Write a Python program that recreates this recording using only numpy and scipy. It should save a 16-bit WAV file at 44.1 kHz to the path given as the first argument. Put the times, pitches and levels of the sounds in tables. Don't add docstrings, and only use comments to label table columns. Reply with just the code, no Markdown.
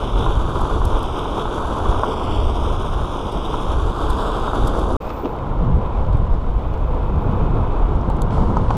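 import sys
import numpy as np
from scipy import signal
from scipy.fft import rfft, irfft, next_fast_len
from scipy.io import wavfile
from scipy.ndimage import uniform_filter1d, minimum_filter1d, map_coordinates

SR = 44100
rng = np.random.default_rng(int(sys.argv[2]) if len(sys.argv) > 2 else 0)


def unload_wav(signal):
    wavfile.write(
        sys.argv[1],
        SR,
        np.round(np.clip(np.atleast_2d(signal).T, -1, 1) * 32767).astype(np.int16),
    )


N = 386738
TIME = np.arange(N) / SR
VERGE_S, ASPHALT_S = (0, 4.967), (5.001, 8.77)
HISS_PER_EFFORT = 0.49

# (t/s, level/dB)
VERGE_EFFORT = [(0, 0), (.2, 1.3), (.45, -2), (.65, 0), (1.1, -0.5), (1.65, 0.5), (2.35, 1), (3.05, -2),
                (3.8, -1), (4.3, 1.4), (4.8, -1.5), (4.96, -3)]
# (f/Hz, level/dB)
VERGE_DRONE = [(100, -17.5), (200, -4), (260, -4), (340, -0.5), (440, -3), (580, -5.5), (750, -10),
               (1100, -10.5), (1800, -56)]
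VERGE_ROAR = [(350, -25.5), (650, -5), (820, -1), (1000, 3), (1280, -0.5), (1500, -7), (1680, -19.5),
              (1850, -26.5), (2600, -33.5)]
VERGE_GRIT = [(1200, -40), (1900, -16.5), (2300, -7), (2700, -6), (3100, 0), (3450, 3), (3780, -2),
              (4130, -20), (5000, -16)]
VERGE_SAND = [(3000, -25), (4200, 0), (4800, 3), (5700, 1), (7000, -3), (9000, -3), (11000, -6.5),
              (12500, -16), (15000, -40)]

def tyre_on_dirt(drone_db, roar_db, grit_db, sand_db):
    effort, = curves(VERGE_EFFORT)
    lean_m, scrub_db = carving()
    detour_m = BOUNCE_M + lean_m + .0015 * walk(18)
    firm_s = np.clip(TIME, 4.51, VERGE_S[1]) - 4.51
    load = undb(walk(32))
    carcass = noise(VERGE_DRONE) + undb(-11 + .7 * effort) * wheel_hum()
    crunch = sag(colour(grains(per_s=3500, spread_db=2.5), VERGE_ROAR), lean_m)
    crunch = ground_bounce(crunch, detour_m, strength=0.027, count=1)
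    hiss = sag(colour(grains(per_s=13000, spread_db=3.5), VERGE_GRIT), lean_m)
    hiss = ground_bounce(hiss, detour_m, strength=0.12)
    spray = colour(grains(per_s=9000, spread_db=3.5), VERGE_SAND)
    spray = ground_bounce(spray, detour_m, strength=0.24)
    rumble = carcass * undb(drone_db + 15 * firm_s) + crunch * undb(roar_db)
    dust = hiss * undb(grit_db + scrub_db - 6 * firm_s)
    dust += spray * undb(sand_db - 58 * lean_m)
    return load * (rumble * undb(effort) + dust * undb(HISS_PER_EFFORT * effort))


def wheel_hum(hz=438, width_hz=10.45, throb_s=.222, crest_s=.76):
    pitch = hz + width_hz / 2 * walk(45)
    throb = 1 + .47 * np.cos(2 * np.pi * (TIME - crest_s) / throb_s)
    flicker = 1 + .4 * walk(30)
    return unit(np.sin(2 * np.pi * np.cumsum(pitch) / SR) * throb * flicker)


# (t/s, half length/s, change in the ground bounce's path/m, extra grit/dB)
CARVES = [(0.037, 0.32, 0.016, 3.5), (1.149, 0.3, 0.02, 3), (2.263, 0.32, 0.035, 3.5),
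          (2.851, 0.329, 0.012, 1), (3.418, 0.28, 0.023, 2), (4.252, 0.26, -0.011, 2)]
BOUNCE_M = 0.0972

def carving():
    lean_m = sum(metres * swell(s, half_s) for s, half_s, metres, _ in CARVES)
    scrub_db = sum(db * swell(s + 0.089, half_s=0.26) for s, _, _, db in CARVES)
    return lean_m, scrub_db


def sag(x, lean_m, share_per_m=.8):
    rate = 1 - share_per_m * (lean_m - lean_m[TIME < VERGE_S[1]].mean())
    return map_coordinates(x, [np.cumsum(rate)], order=3, mode="mirror")


def ground_bounce(x, detour_m, strength, count=3, rebound=.45):
    lag = detour_m / 343 * SR
    late = sum((-rebound) ** k * map_coordinates(x, [np.arange(N) - (k + 1) * lag], order=3)
               for k in range(count))
    leaning = 9 * np.abs(detour_m - BOUNCE_M)
    patchy_ground = .07 * walk(9)
    share = np.clip(strength + leaning + patchy_ground, 0, 1)
    return unit((x + share * late) / np.hypot(1, share))


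# (t/s, level/dB)
ASPHALT_EFFORT = [(5.02, -1), (5.4, 0.4), (6.15, -0.8), (6.4, -2.5), (6.9, -0.5), (7.3, 2.5), (7.75, 2.5),
                  (8.05, 0.5), (8.4, 3.5), (8.77, 1.5)]
LOOSE_SAND = [(5.0, -55.5), (5.5, -66), (8.29, -64), (8.33, -52.5), (8.45, -55), (8.65, -58), (8.77, -51)]
SONG_LEVEL = [(5.0, -52), (5.7, -69.5), (5.86, -55), (6.05, -62), (6.4, -66), (6.75, -57), (7.05, -57),
              (7.45, -54), (7.75, -56), (7.95, -64), (8.77, -73)]
# (f/Hz, level/dB)
ASPHALT_DRONE = [(100, -26), (200, 2), (280, 0.5), (380, 0), (490, 3.5), (570, -1.5), (720, -3),
                 (1100, -12.5), (1800, -47)]
ASPHALT_ROAR = [(350, -26), (650, -8), (830, -1.5), (1010, 2.5), (1160, -4.5), (1400, -9), (1650, -20.5),
                (1850, -29.5), (2600, -59.5)]
ASPHALT_GRIT = [(1200, -10), (1900, -2.5), (2250, -1), (2500, -7.5), (2900, -2.5), (3680, -4.5),
                (4100, -15), (5500, -22.5), (9000, -31)]
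ASPHALT_SAND = [(3000, -3), (4200, 2), (5400, -1.5), (6600, -4.5), (8000, -7), (10500, -11.5), (12500, -28),
                (15000, -39.5)]
TREAD_SONG = [(2050, -27.5), (2300, -8), (2440, -3.5), (2600, -3), (2850, -27)]

def tyre_on_asphalt(drone_db, roar_db, grit_db):
    effort, = curves(ASPHALT_EFFORT)
    sand_db, = curves(LOOSE_SAND)
    song_db, = curves(SONG_LEVEL)
    load = undb(0.66 * walk(28))
    carcass = noise(ASPHALT_DRONE)
    crunch = colour(grains(per_s=6000, spread_db=2.5), ASPHALT_ROAR)
    hiss = colour(grains(per_s=12000, spread_db=3.0), ASPHALT_GRIT)
    spray = colour(grains(per_s=6700, spread_db=2.5), ASPHALT_SAND)
    song = noise(TREAD_SONG) * undb(song_db)
    rumble = (carcass * undb(drone_db) + crunch * undb(roar_db)) * undb(effort)
    grit = np.hypot(undb(grit_db + HISS_PER_EFFORT * effort), undb(sand_db + 1))
    return load * (rumble + song + hiss * grit + spray * undb(sand_db))


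# (f/Hz, level/dB)
BUFFET = [(6, -9.5), (14, -3), (25, 1), (45, -1.5), (70, -5), (100, -13), (160, -32.5), (300, -53)]
VERGE_EDDIES = [(40, -27.5), (80, -1), (120, 3), (170, -3.5), (260, -14), (450, -16.5), (900, -34)]
ASPHALT_EDDIES = [(40, -29), (80, 2.5), (110, 3), (170, -3), (260, -11.5), (450, -18.5), (900, -42.5)]

def wind(eddies, buffet_db, flutter_db):
    buffet_gain, flutter_gain = airflow([buffet_db, flutter_db])
    buffet = steady(noise(BUFFET), window_s=0.14, share=0.95)
    puffs = unit(undb(3 * np.tanh(walk(14))))
    flutter = steady(noise(eddies) * undb(2 * walk(45)), window_s=0.11, share=0.81)
    return buffet * puffs * buffet_gain + flutter * flutter_gain


# (t/s, length/s, buffet level/dB, flutter level/dB)
GUSTS = [(0.085, 0.5, -19, -28), (0.56, 0.43, -19, -33.5), (1.854, 0.15, -15, -35),
         (2.274, 0.52, -19.5, -42), (2.778, 0.31, -22, -32), (3.469, 0.11, -20, -42),
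         (3.688, 0.23, -19, -31.5), (4.004, 0.16, -19, -50), (4.54, 0.56, -19, -34.5),
         (5.602, 0.194, -17.5, -19), (6.03, 0.25, -20, -25.5), (7.092, 0.56, -24, -22),
         (7.885, 0.64, -22.5, -24), (8.27, 0.77, -34, -22)]

def airflow(headwind_db, attack_s=0.11, release_s=0.028):
    power = undb(headwind_db)[:, None] ** 2
    for s, length, *db in GUSTS:
        rise = np.clip((TIME - s) / attack_s + .5, 0, 1)
        fall = np.clip((s + length - TIME) / release_s + .5, 0, 1)
        power = power + (undb(db)[:, None] * rise * fall) ** 2
    return np.sqrt(power)


def shelter(db, until_s, swing_s):
    return undb(db * np.clip(1 - (TIME - until_s) / swing_s, 0, 1))


# (t/s, peak level/dB, f/Hz)
THUMPS = [(0.156, -13, 35.2), (.25, -13, 108), (.277, -9, 39.6), (0.38, -8, 47.2), (.645, -12, 30),
          (0.871, -10, 69), (.945, -9, 32), (2.47, -12.5, 27.6), (2.641, -7.5, 42.3), (3.835, -18, 54.4),
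          (4.65, -11, 99), (5.705, -9, 125), (5.75, -11, 55), (6.07, -12, 50), (6.151, -8, 110),
          (6.201, -11, 91), (6.244, -12, 58), (6.33, -8.5, 27.5), (6.561, -10.5, 42), (6.67, -10, 50.5),
          (6.85, -11, 59.6), (7.178, -17, 69.5), (7.29, -13, 101), (7.6, -13, 70), (7.835, -9.5, 28),
          (7.958, -9, 51.5), (8.125, -10, 40), (8.23, -11, 30), (8.685, -11, 84)]

def thumps(half_cycles=0.61):
    out, t = np.zeros(N), TIME[:SR // 5]
    middle = t.mean()
    for s, db, hz in THUMPS:
        cycles = hz * (t - middle)
        swing = np.sin(2 * np.pi * (cycles + rng.random()))
        add(out, s - middle, np.exp(-(cycles / half_cycles) ** 2) * swing, db)
    return out


# (t/s, peak level/dB, ring f/Hz)
KNOCKS = [(.263, -10, 1030), (.559, -16, 1100), (.616, -10.5, 900), (.652, -16, 1050), (.817, -13, 1060),
          (1.256, -11.5, 940), (1.379, -14, 880), (1.455, -13, 980), (1.857, -12, 1120), (1.995, -14, 930),
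          (2.034, -4.5, 1080), (2.042, -9.5, 1040), (2.213, -14, 1010), (3.541, -12, 975),
          (4.102, -14, 1010), (4.479, -10, 1030), (4.533, -9, 990), (4.624, -14, 850), (4.788, -14, 960),
          (5.102, -20, 1270), (5.256, -16.5, 905), (8.101, -14, 895), (8.380, -13, 960), (8.569, -5.5, 962),
          (8.705, -8, 780), (8.709, -12.5, 1120)]
# (multiple of the ring frequency, level/dB, t60/s)
KNOCK_MODES = [(.45, -19, 0.035), (1, 20.5, 0.015), (1.3, 9.5, 0.044)]

def knocks(top_hz=1350):
    out, t = np.zeros(N), TIME[:SR // 10]
    soft = signal.butter(6, top_hz, fs=SR, output="sos")
    for s, db, hz in KNOCKS:
        ring = sum(undb(mode_db) * decay(t, t60) * np.sin(2 * np.pi * hz * ratio * t)
                   for ratio, mode_db, t60 in KNOCK_MODES)
        add(out, s, signal.sosfilt(soft, ring), db)
    return out


# (t/s, peak level/dB before gain_db, length/s)
SCUFFS = [(.614, -30, 0.0071), (.854, -20, 0.0046), (1.031, -27.5, .005), (1.191, -33, .005),
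          (3.324, -32, 0.0056), (4.104, -21.5, .007), (4.676, -21.5, 0.0087), (4.793, -31, 0.0065),
          (6.131, -40, 0.0022), (6.172, -38, .002)]
# (f/Hz, level/dB)
SCUFF_COLOUR = [(2000, -32), (3400, 6), (4500, -3), (5200, 1.5), (6100, -8), (7000, -1), (8200, -0.5),
                (11000, -2), (13500, -12), (15000, -25)]

def scuffs(gain_db):
    out, t = np.zeros(N), TIME[:SR // 10]
    scratch, middle = noise(SCUFF_COLOUR), t.mean()
    for k, (s, db, length) in enumerate(SCUFFS):
        shape = np.exp(-2 * ((t - middle) / length) ** 2)
        add(out, s - middle, shape * scratch[k * len(t):(k + 1) * len(t)], db + gain_db)
    return out


# (f/Hz, level/dB)
CLACKS = [(5.093, -35), (5.103, -31), (5.248, -36), (5.256, -29.5), (5.388, -36), (6.739, -36),
          (7.704, -41), (8.307, -35), (8.681, -41), (8.705, -27.5)]
CLACK_COLOUR = [(700, -10), (1400, -9), (2000, 13), (3500, 8), (4500, -4), (6000, -7), (7500, -28),
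                (12000, -34)]

def clacks(t60):
    out, t = np.zeros(N), TIME[:SR // 10]
    crack = noise(CLACK_COLOUR)
    for k, (s, db) in enumerate(CLACKS):
        add(out, s, decay(t, t60) * crack[k * len(t):(k + 1) * len(t)], db)
    return out


# (f/Hz, level/dB)
RASPS = [(0.266, -40.5, 0.092), (1.192, -36, 0.007), (1.41, -41, 0.03), (3.457, -36, 0.011),
         (4.483, -43, 0.03), (4.624, -50, 0.05), (4.814, -46, 0.048)]
RASP_COLOUR = [(1800, -31), (2700, -12), (3300, 0), (3750, 1), (4150, -32), (6000, -26), (11000, -30)]

def rasps():
    grit = colour(grains(per_s=17000, spread_db=6.0), RASP_COLOUR)
    return grit * sum(undb(db) * swell(s, half_s) for s, db, half_s in RASPS)


# (f/Hz, level/dB)
PINGS = [(7.955, -45), (8.1, -37), (8.167, -44), (8.219, -23.5)]
PING_SNAP = [(2400, -25), (3350, 2), (4400, 0), (5000, -11), (5500, -20), (6100, 0), (7200, -2), (7950, 2),
             (8700, -13), (9400, -2), (10700, -6), (11700, -20), (12400, -5), (13100, -7), (14000, -30)]
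# (f/Hz, level/dB relative to the snap, t60/s)
PING_MODES = [(7004, -31, .03), (8100, -25, .018), (9792, -35, .035), (10830, -40, .04)]

def pings(bounce_s=.0019, bounce_db=1.5):
    out, t = np.zeros(N), TIME[:SR // 10]
    snap = colour(signal.unit_impulse(N), PING_SNAP)[:len(t)]
    snap /= np.abs(snap).max()
    for s, peak_db in PINGS:
        for at, db in ((s, peak_db), (s + bounce_s, peak_db + bounce_db)):
            ring = sum(undb(mode_db) * decay(t, t60) * np.sin(2 * np.pi * (hz * t + rng.random()))
                       for hz, mode_db, t60 in PING_MODES)
            add(out, at, snap + ring, db)
    return out


# (t/s, peak level/dB, f/Hz)
TICKS = [(.991, -37, 9000), (5.093, -42, 5600), (5.773, -49, 9500), (6.131, -41, 3800), (6.739, -48, 5350),
         (8.013, -44, 5200), (8.101, -34, 3700), (8.57, -34, 5350), (8.706, -38, 5200)]

def ticks(relative_width=.35, t60=.014):
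    out, t = np.zeros(N), TIME[:SR // 10]
    edges = np.exp(relative_width * np.array([-.5, .5]))
    for s, db, hz in TICKS:
        burst = rng.standard_normal(len(t)) * decay(t, t60)
        band = signal.butter(2, hz * edges, "bandpass", fs=SR, output="sos")
        add(out, s, signal.sosfilt(band, burst), db)
    return out


def thud(at_s, half_s, hz, db):
    body = noise([(hz / 2, -18), (hz, 0), (hz * 2, -18)])
    return body * undb(db) * swell(at_s, half_s)


# (f/Hz, level/dB)
WHINE_LEVEL = [(5.0, -63), (5.2, -58), (5.4, -75), (6.1, -81), (6.9, -71), (7.6, -74), (7.9, -92)]
WHINE_COLOUR = [(13300, -52), (13950, -21), (14140, 4), (14300, -8), (14600, -12), (14770, 2), (14950, -16),
                (15400, -50)]

def whine():
    db, = curves(WHINE_LEVEL)
    return noise(WHINE_COLOUR) * undb(db)


# (f/Hz, level/dB)
STRAY_GRIT = [(2500, -16), (4000, 1.5), (5200, 3), (6800, -3), (9500, -8), (12000, -21)]

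def stray_grit(db):
    t = TIME[:SR // 50]
    scratch = rng.standard_normal(len(t)) * decay(t, t60=0.0074)
    loose = signal.fftconvolve(grains(per_s=70, spread_db=1.3), scratch)[:N]
    return colour(loose, STRAY_GRIT) * undb(db)


def undb(db):
    return 10 ** (np.asarray(db) / 20)


def unit(x):
    return x / np.sqrt(np.mean(x ** 2))


def decay(t, t60):
    return np.exp(-np.log(1000) * t / t60)


def swell(at_s, half_s):
    return np.exp(-((TIME - at_s) / half_s) ** 2)


def curves(table):
    s, *columns = np.transpose(table)
    return [np.interp(TIME, s, c) for c in columns]


def colour(x, points):
    size = next_fast_len(N + SR // 4)
    hz, db = np.transpose(points)
    freqs = np.maximum(np.fft.rfftfreq(size, 1 / SR), 1)
    beyond_db = -24 * np.maximum(np.log2(freqs / hz[-1]), 0)
    response = undb(np.interp(np.log(freqs), np.log(hz), db) + beyond_db)
    cepstrum = irfft(np.log(response), size)
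    cepstrum[1:size // 2] *= 2
    cepstrum[size // 2 + 1:] = 0
    return unit(irfft(rfft(x, size) * np.exp(rfft(cepstrum)), size)[:N])


def noise(points):
    return colour(rng.standard_normal(N), points)


def walk(rate):
    steps = rng.standard_normal(4096)
    return unit(map_coordinates(steps, [TIME * rate], order=1, mode="wrap"))


def grains(per_s, spread_db):
    hit = rng.random(N) < per_s / SR
    size = undb(spread_db * np.minimum(rng.exponential(size=N), 6))
    return unit(hit * size * rng.choice([-1, 1], N))


def steady(x, window_s, share):
    power = uniform_filter1d(x ** 2, int(window_s * SR)) + 1e-6
    return unit(x / power ** (share / 2))


def add(track, s, sound, peak_db):
    part = track[int(s * SR):int(s * SR) + len(sound)]
    part += (sound * undb(peak_db) / np.abs(sound).max())[:len(part)]


def stretch(span, rise_s, fall_s):
    start, stop = span
    return np.clip((TIME - start) / rise_s, 0, 1) * np.clip((stop - TIME) / fall_s, 0, 1)


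def scene():
    verge = wind(VERGE_EDDIES, buffet_db=-24, flutter_db=-33)
    verge += tyre_on_dirt(drone_db=-27, roar_db=-28.5, grit_db=-43.5, sand_db=-51) + rasps()
    asphalt = wind(ASPHALT_EDDIES, buffet_db=-19.5, flutter_db=-28.5)
    asphalt *= shelter(db=-9.5, until_s=5.2, swing_s=0.46)
    asphalt += tyre_on_asphalt(drone_db=-30, roar_db=-33, grit_db=-51.5) + stray_grit(db=-70.5)
    asphalt += thud(at_s=5.5, half_s=.35, hz=127, db=-33)
    asphalt += whine()
    ride = verge * stretch(VERGE_S, rise_s=0.0006, fall_s=0.00086)
    ride += asphalt * stretch(ASPHALT_S, rise_s=0.011, fall_s=0.00039)
    hits = knocks() + scuffs(gain_db=-6) + clacks(t60=0.028)
    bump = thud(at_s=5.257, half_s=0.019, hz=355, db=-19)
    return (ride + hits + bump + thumps() + pings() + ticks())[None]


def record(dry):
    ceiling, hold, top_hz = .66, int(.003 * SR), 15000
    allowed = ceiling / np.maximum(np.abs(dry), ceiling)
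    gain = uniform_filter1d(minimum_filter1d(allowed, hold), hold)
    return signal.sosfilt(signal.ellip(8, .2, 70, top_hz, fs=SR, output="sos"), dry * gain)


dry = scene()
out = record(dry)
unload_wav(out)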